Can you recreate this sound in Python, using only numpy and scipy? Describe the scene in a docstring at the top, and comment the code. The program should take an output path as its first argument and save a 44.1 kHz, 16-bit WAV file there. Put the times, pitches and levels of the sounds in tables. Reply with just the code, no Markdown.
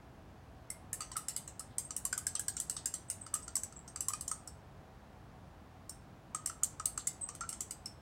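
"""Powder is stirred into water in a hand-held glass beaker, in a school laboratory; ventilation noise rumbles throughout.
From 0.7 s a glass rod clinks on the wall: a crack and short rings, which hand and water stop at once.
With the touches the water plinks, as small air pockets ring, and now and then the rod swishes or squeaks (filtered noise).
After 4.5 s the rod is quiet; it clinks once at 5.9 s, then stirs again from 6.3 s to 7.9 s.
Bench and room answer every touch, plink and rub with fading noise echoes."""
import sys
import numpy as np
from scipy import signal
from scipy.fft import rfft, irfft, next_fast_len
from scipy.io import wavfile

SR = 44100
rng = np.random.default_rng(int(sys.argv[2]) if len(sys.argv) > 2 else 0)


def int16_out(signal):
    """Quantize to a 16-bit WAV file."""
    q = np.round(np.clip(np.atleast_2d(signal).T, -1, 1) * 32767)
    wavfile.write(sys.argv[1], SR, q.astype(np.int16))


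N = 353241  # samples, about 8 s

# touches of the rod on the wall; 0 dB is a usual touch, and the spot struck picks the two leading modes:
# (t/s, force level/dB, hardness level/dB, lower mode f/Hz, upper mode f/Hz)
TOUCHES = [(0.7022, -8, 14.5, 5600, 8360), (0.9298, -6, 14, 6430, 7350), (1.0055, -5.5, 1, 4510, 8190),
           (1.0196, -6.5, -24, 6200, 8140), (1.116, -7.5, -14, 4600, 8200), (1.166, -2.5, 8.5, 5000, 8300),
           (1.2837, -1.5, 7, 5350, 8080), (1.3629, -2, 7.5, 5000, 7750), (1.4766, -9, 1, 6950, 7800),
           (1.5948, -6.5, 7.5, 5260, 7900), (1.7823, 1.5, 6.5, 6500, 8680), (1.9064, -1.5, -16, 5830, 7200),
           (1.9642, -2, 9.5, 5700, 8640), (2.0513, 1, 8, 6030, 7400), (2.127, 2.5, -5, 5000, 7500),
           (2.1772, -1.5, 7, 5600, 8350), (2.2674, 3.5, 2, 5180, 7430), (2.352, 4, -13, 6000, 7610),
           (2.3943, -0.5, 5.5, 6700, 7710), (2.482, 2.5, 2, 5800, 8350), (2.567, 0, -9, 5560, 7510),
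           (2.6001, 0, 6.5, 6000, 7640), (2.697, 1.5, 2, 6570, 7660), (2.7658, -1.5, -13, 6250, 8000),
           (2.857, 2, 4.5, 6400, 7540), (2.939, -0.5, -0.5, 6400, 7470), (3.1, 0, 4.5, 6160, 8250),
           (3.2644, -10, -19.5, 4820, 7700), (3.34, 3.5, 4, 6070, 8170), (3.3517, -8, -3, 6580, 7650),
           (3.479, -5.5, -17, 6700, 8420), (3.5542, 4, 2.5, 6300, 7930), (3.566, 0.5, 3, 6130, 7900),
           (3.6334, -2, 1.5, 6050, 8600), (3.7237, -18.5, -6.5, 6180, 7660), (3.8772, -18, 5.5, 5900, 8150),
           (3.9596, -3, -8.5, 4900, 7430), (4.006, 0.5, 5.5, 6210, 7650), (4.0838, 2.5, 5.5, 6060, 7930),
           (4.1346, 0, -7, 5770, 7950), (4.2095, -5.5, 7.5, 6300, 8000), (4.2789, -1.5, 2.5, 6040, 7000),
           (4.314, 2.5, -7, 6870, 8090), (4.4742, -11, 6, 5600, 7820), (5.8942, -8.5, 8.5, 5540, 8570),
           (6.347, 1, -7, 6680, 8100), (6.4595, 2, 2.5, 6000, 8330), (6.4727, -7.5, 10, 5800, 7600),
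           (6.497, -6, -13, 5630, 7300), (6.6333, 8, 2, 6400, 8540), (6.641, -3, 7, 6250, 8460),
           (6.7973, -5, -10, 5800, 7200), (6.8562, 5, 6, 6130, 8420), (6.9761, 1.5, -7, 6600, 7940),
           (7.0706, 4.5, 3, 6120, 7820), (7.2886, -4.5, -13, 5900, 8700), (7.3495, -14, 8, 6340, 8600),
           (7.4082, -1.5, -20, 6230, 8140), (7.4907, -3.5, 5, 5400, 7620), (7.527, -4.5, -9, 5300, 7620),
           (7.6059, -1.5, 3.5, 6480, 7720), (7.7083, -5.5, 7, 4900, 8430), (7.8577, -11.5, 6.5, 5850, 8200)]
# modes of beaker and rod, one list per register, before detuning: (f/Hz, relative level/dB, t60/s)
GLASS_MODES = [
    [(1956, 2.5, 0.009), (2480, -22, 0.031), (2978, 0.5, 0.015), (3570, -2.5, 0.0082), (4160, -3.5, 0.025)],
    [(4510, -10, 0.021), (4915, -8.5, 0.0176), (5340, 0.5, 0.0054), (5670, -6.5, 0.022),
     (6133, -2.5, 0.021), (6430, 3.5, 0.01)],
    [(7270, -3, 0.016), (7656, 4, 0.012), (7760, 2, 0.0052), (8230, -1, 0.013), (8360, 5.5, 0.011),
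     (8600, -5, 0.011)],
    [(9160, 3, 0.0047), (9770, -2.5, 0.013), (9840, -4.5, 0.0088), (10600, -14.5, 0.00897),
     (10200, -42, 0.024)],
    [(12200, -8, 0.016), (12950, -6, .007), (13200, 16, 0.011), (13740, 5, .007), (15170, -5, .006)],
]
# borders of the five registers: knock, lower wall modes, upper wall modes, overtones, sparkle: f/Hz
REGISTER_EDGES = [1800, 4200, 7000, 9100, 11700, 16000]
# how each register answers a touch:
# (level/dB at a usual touch, level change in dB per dB of force, level change in dB per dB of hardness)
REGISTER_RESPONSE = [(-54.5, 0.56, 0.11), (-42.5, 0.89, 0), (-33.5, 1.08, 0.2147), (-46, 1.26, 1.24),
                     (-52, 1.24, 0.95)]
# the knock (lowest register) against its usual level: (t/s, level/dB)
KNOCK_LEVEL = [(0.7, -8), (1.0, 5), (1.36, 4), (1.6, -2.5), (2.15, 2), (2.75, 0.5), (3.4, 2.5),
               (3.63, -4.5), (4.1, 1.5), (4.47, -8), (5.9, -7.5), (6.4, 1), (7.86, 1)]
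# the echoes of the clinks grow stronger and weaker over time: (t/s, level change/dB)
ECHO_LEVEL = [(0.7, -0.5), (1.0, 3.5), (1.9, -0.5), (2.35, 0), (3.05, 2.5), (3.4, -0.5), (6.4, 0),
              (6.65, -3.5), (7.1, -0.5), (7.45, 1.5), (7.9, 0.5)]


def clinks(crack_db=(-2, -4, -6, -6, -4), lead_db=-4, lead_echo_db=-7, lead_t60=0.024, lead_rise_s=0.0011):
    """A touch cracks and rings briefly in five registers, brighter when hard; one mode leads in each wall register."""
    out = np.zeros(N)
    t = np.arange(SR // 40) / SR
    edges = list(zip(REGISTER_EDGES, REGISTER_EDGES[1:]))
    filters = [band(low, high) for low, high in edges]
    cracks = [signal.sosfilt(sos, signal.unit_impulse(len(t))) for sos in filters]
    for s, force_db, hardness_db, lower_hz, upper_hz in TOUCHES:
        levels_db = np.dot(REGISTER_RESPONSE, [1, force_db, hardness_db])
        levels_db[0] += np.interp(s, *np.transpose(KNOCK_LEVEL))
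        echo_db = np.interp(s, *np.transpose(ECHO_LEVEL))
        force = contact(t)
        for k, lead_hz in enumerate((None, lower_hz, upper_hz, None, None)):
            modes = signal.sosfilt(filters[k], glass(t, GLASS_MODES[k]))
            ringing = at_level(modes, 0) + at_level(cracks[k], crack_db[k])
            struck = signal.fftconvolve(force, ringing)[:len(t)]
            if lead_hz:
                lead = ring(t, lead_hz, lead_t60) * (1 - np.exp(-t / lead_rise_s))
                struck = at_level(struck, 0) + at_level(lead, lead_db)
                ringing = ringing + at_level(lead, lead_echo_db)
            add(out, s, at_level(struck, levels_db[k]))
            # the room hears the beaker from all sides, so its echoes are more even in colour
            to_room = at_level(ringing, levels_db[k] + echo_db)
            add(out, s, echoes(to_room, np.mean(edges[k])))
    return out


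def contact(t, chatter_s=0.0034, chatter=0.53):
    """Glass meets glass with a hard first touch and a brief noisy chatter of micro-bounces."""
    force = chatter * rng.standard_normal(len(t)) * np.exp(-(t / chatter_s) ** 4)
    force[0] += 1
    return force


def glass(t, modes, detune=0.017, spread_db=3.0):
    """Each mode rings with a strength set by the spot struck; the moving water detunes it (both drawn at random)."""
    hz, mode_db, t60 = np.transpose(modes)[:, :, None]
    hz = hz * (1 + detune * rng.standard_normal(hz.shape))
    strength = from_db(mode_db + spread_db * rng.standard_normal(hz.shape))
    strength = strength * rng.choice([-1, 1], hz.shape)
    return (strength * ring(t, hz, t60)).sum(0)


# glancing touches that leave one mode ringing on: (t/s, level/dB over the first 6 ms, f/Hz)
FREE_RINGS = [(0.701, -55, 5420), (1.008, -46.5, 4640), (1.365, -58, 2130), (2.768, -52, 3690),
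              (4.135, -50.5, 2483), (4.318, -59, 4620), (4.475, -53, 5450), (5.895, -51, 5400),
              (7.859, -39, 5340)]


def free_rings(t60=0.048, rise_s=0.00033, echo_db=-2):
    """The rod comes clear of the wall and sings on for a moment: one decaying sine."""
    out = np.zeros(N)
    t = np.arange(SR // 8) / SR
    for s, db, hz in FREE_RINGS:
        tone = at_level(ring(t, hz, t60) * (1 - np.exp(-t / rise_s)), db)
        add(out, s, tone)
        add(out, s, from_db(echo_db) * echoes(tone, hz))
    return out


# clear plinks of the stirred water: (t/s, level/dB over the first 8 ms, t60/s, starting f/Hz)
CLEAR_PLINKS = [(0.703, -51.5, 0.058, 2046), (0.9294, -52, 0.058, 1710), (1.0057, -44, 0.042, 1224),
                (1.157, -44, 0.054, 1323), (1.1668, -39.5, 0.073, 1230), (1.6039, -51, 0.039, 1245),
                (2.0551, -49.5, 0.045, 1080), (2.1287, -36, 0.018, 1495), (2.1771, -49, 0.034, 1220),
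                (2.268, -45.5, 0.022, 1590), (2.3946, -49.5, .028, 1600), (2.4829, -48, 0.032, 1606),
                (2.8575, -53, 0.026, 1580), (3.3359, -46, .08, 1185), (3.3549, -43, 0.033, 1230),
                (3.5675, -52.5, .043, 1070), (3.959, -49, 0.023, 1205), (4.0832, -46, .048, 1043),
                (4.104, -45.5, .02, 1185), (4.135, -41.5, .038, 1187), (4.3146, -40, 0.035, 1242),
                (6.3473, -38, 0.032, 1226), (6.4986, -43.5, 0.019, 1290), (6.6272, -49.5, 0.025, 1280),
                (6.7998, -39, 0.033, 1240), (6.9773, -44.5, .014, 1220), (7.072, -52, .04, 2050),
                (7.2898, -46.5, .027, 1165), (7.4119, -41, 0.1, 1318), (7.435, -44, 0.06, 1300)]


def plinks(rise_s=0.0012, phase_glide_per_s=1.86, slap_db=-12, slap_t60=0.034):
    """The water slaps the wall, and a small pocket of air rings in it, rising a little in pitch."""
    out = np.zeros(N)
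    t = np.arange(SR // 16) / SR
    first_8_ms = 353  # samples
    for s, db, t60, hz in list(CLEAR_PLINKS) + jolts():
        # stretching the phase makes the pitch climb at twice the glide rate
        bubble = ring(t, hz * (1 + phase_glide_per_s * t), t60) * (1 - np.exp(-t / rise_s))
        fading_noise = rng.standard_normal(len(t)) * from_db(-60 * t / slap_t60)
        slap = signal.sosfilt(band(0.71 * hz, 1.63 * hz), fading_noise)
        plink = rms_one(bubble, first_8_ms) + from_db(slap_db) * rms_one(slap, first_8_ms)
        plink = from_db(db) * rms_one(plink, first_8_ms)
        add(out, s, plink)
        add(out, s, echoes(plink, hz, early_db=-12.0))
    return out


def jolts(usual_db=-57, per_force=0.2, per_hardness=-0.41, t60=0.032, centre_hz=1239, scatter_hz=110):
    """Every touch also jolts the water into a faint plink, louder when the touch is dull; rows as in CLEAR_PLINKS."""
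    rows = []
    for s, force_db, hardness_db, *_ in TOUCHES:
        db = usual_db + per_force * force_db + per_hardness * hardness_db
        hz = centre_hz + scatter_hz * rng.standard_normal()
        rows.append((s, db, t60, hz))
    return rows


# rod rubbing along the wall: (t/s, length/s, level/dB before the shared trim, f/Hz)
SQUEAKS = [(1.844, 0.019, -46, 8370), (3.082, .016, -55, 8000), (3.211, 0.02, -44, 8170),
           (3.423, .03, -48, 8250), (3.757, 0.021, -50, 7600), (3.79, 0.0049, -48, 7940),
           (3.881, 0.03, -55, 8440), (7.207, 0.044, -39, 8220)]


def squeaks():
    """Rubbing on the glass drives a narrow resonance, which sings."""
    return rubs(SQUEAKS, width_hz=340, trim_db=-1.0)


# rod moving through the gritty water: (t/s, length/s, level/dB before the shared trim, f/Hz)
SWISHES = [(1.7, .05, -75, 3800), (2.355, 0.02, -54.5, 3330), (2.568, 0.019, -60, 3500),
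           (2.768, 0.03, -59, 3730), (2.843, 0.02, -73, 3700), (3.42, 0.019, -62, 6000),
           (3.875, 0.015, -56, 6100), (6.985, 0.033, -58.5, 4000)]


def swishes():
    """Rubbing in the gritty water drives a wide resonance, which swishes."""
    return rubs(SWISHES, width_hz=1300, trim_db=1.5)


def rubs(strokes, width_hz, trim_db):
    """Friction is noise passed through one resonance, softly faded in and out."""
    out = np.zeros(N)
    for s, length, db, hz in strokes:
        count = int(length * SR)
        resonance = band(hz - width_hz / 2, hz + width_hz / 2)
        friction = signal.sosfilt(resonance, rng.standard_normal(SR // 8))
        # take the end, where the filter has settled
        stroke = from_db(db + trim_db) * signal.windows.tukey(count, 0.5) * rms_one(friction[-count:])
        add(out, s, stroke)
        add(out, s, echoes(stroke, hz))
    return out


# room tail at each pitch: (f/Hz, level/dB against the sound sent in, t60/s)
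ROOM_TAIL = [(1310, -12.5, 0.47), (3000, -4.5, 0.28), (5530, -9, 0.32), (7950, -10.5, 0.27),
             (10350, -12.5, 0.26), (13900, -11, .22)]


def echoes(sound, hz, first_s=0.0074, early_db=-8, early_t60=0.084):
    """Echoes near `hz`, drawn anew for each sound: early bench echoes first, then the fading room."""
    tail_db, tail_t60 = at_hz(ROOM_TAIL, hz)
    t = np.arange(SR // 3) / SR
    early = from_db(-60 * t / early_t60)
    tail = from_db(-60 * t / tail_t60)
    early = from_db(early_db) * early / np.linalg.norm(early)
    tail = from_db(tail_db) * tail / np.linalg.norm(tail)
    fade = np.hypot(early, tail)
    wet = signal.fftconvolve(sound, fade * rng.standard_normal(len(t)))
    # a steady share of the energy returns
    wet *= np.linalg.norm(fade) * np.linalg.norm(sound) / np.linalg.norm(wet)
    return np.pad(wet, (round(first_s * SR), 0))


# colour of the ventilation noise: (f/Hz, relative level/dB per Hz)
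AIR_COLOUR = [(13, -61), (22, -29), (48, -3), (80, -2.5), (115, -4.5), (147, -5), (337, -12), (366, -14.5),
              (602, -15.5), (672, -15), (1040, -17), (1710, -23.5), (2080, -28), (14700, -48), (16000, -42)]
# duct and fan resonances on top of that colour: (f/Hz, width/Hz, level change/dB)
DUCTS = [(67, 15, 2.5), (93.7, 7.5, 4.5), (135, 29, 1.5), (654, 11, 6), (755, 74, 4.5), (1330, 460, -1.5)]


def ventilation(level_db=-55):
    """Moving air makes steady noise, which ducts and fan colour with resonances."""
    size = next_fast_len(N)
    hz = np.fft.rfftfreq(size, 1 / SR)
    shape_db = at_hz(AIR_COLOUR, hz)[0]
    for centre_hz, width_hz, change_db in DUCTS:
        shape_db = shape_db + change_db / (1 + (2 * (hz - centre_hz) / width_hz) ** 2)
    spectrum = rfft(rng.standard_normal(size)) * from_db(shape_db)
    return from_db(level_db) * rms_one(irfft(spectrum, size)[:N])


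def from_db(db):
    """Decibels to gain."""
    return 10 ** (np.asarray(db) / 20)


def rms_one(x, size=None):
    """Scale so that the first `size` samples (or all) have rms 1."""
    return x / np.sqrt(np.mean(x[:size] ** 2) + 1e-20)


def at_level(sound, db):
    """Give a sound its rms level over the first 6 ms."""
    return from_db(db) * rms_one(sound, size=265)


def at_hz(points, hz):
    """Read the columns of a table on a log-frequency axis."""
    f, *columns = np.transpose(points)
    return [np.interp(np.log(np.maximum(hz, 1)), np.log(f), column) for column in columns]


def band(low_hz, high_hz, order=2):
    """A band-pass filter."""
    return signal.butter(order, [low_hz, min(high_hz, SR / 2 - 10)], "band", fs=SR, output="sos")


def ring(t, hz, t60):
    """A sine that decays by 60 dB in `t60` seconds."""
    return np.sin(2 * np.pi * hz * t) * from_db(-60 * t / t60)


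def add(out, s, sound):
    """Mix a sound in at a time in seconds."""
    at = max(round(s * SR), 0)
    out[at:at + len(sound)] += sound[:max(N - at, 0)]


def scene():
    """Rod, water and the air of the room, in one channel."""
    return (clinks() + free_rings() + plinks() + squeaks() + swishes() + ventilation())[None]


def record(dry, cutoff_hz=15800):
    """A steep low-pass filter cuts the top of the treble."""
    return signal.sosfilt(signal.ellip(10, 0.1, 80, cutoff_hz, fs=SR, output="sos"), dry)


dry = scene()
out = record(dry)
int16_out(out)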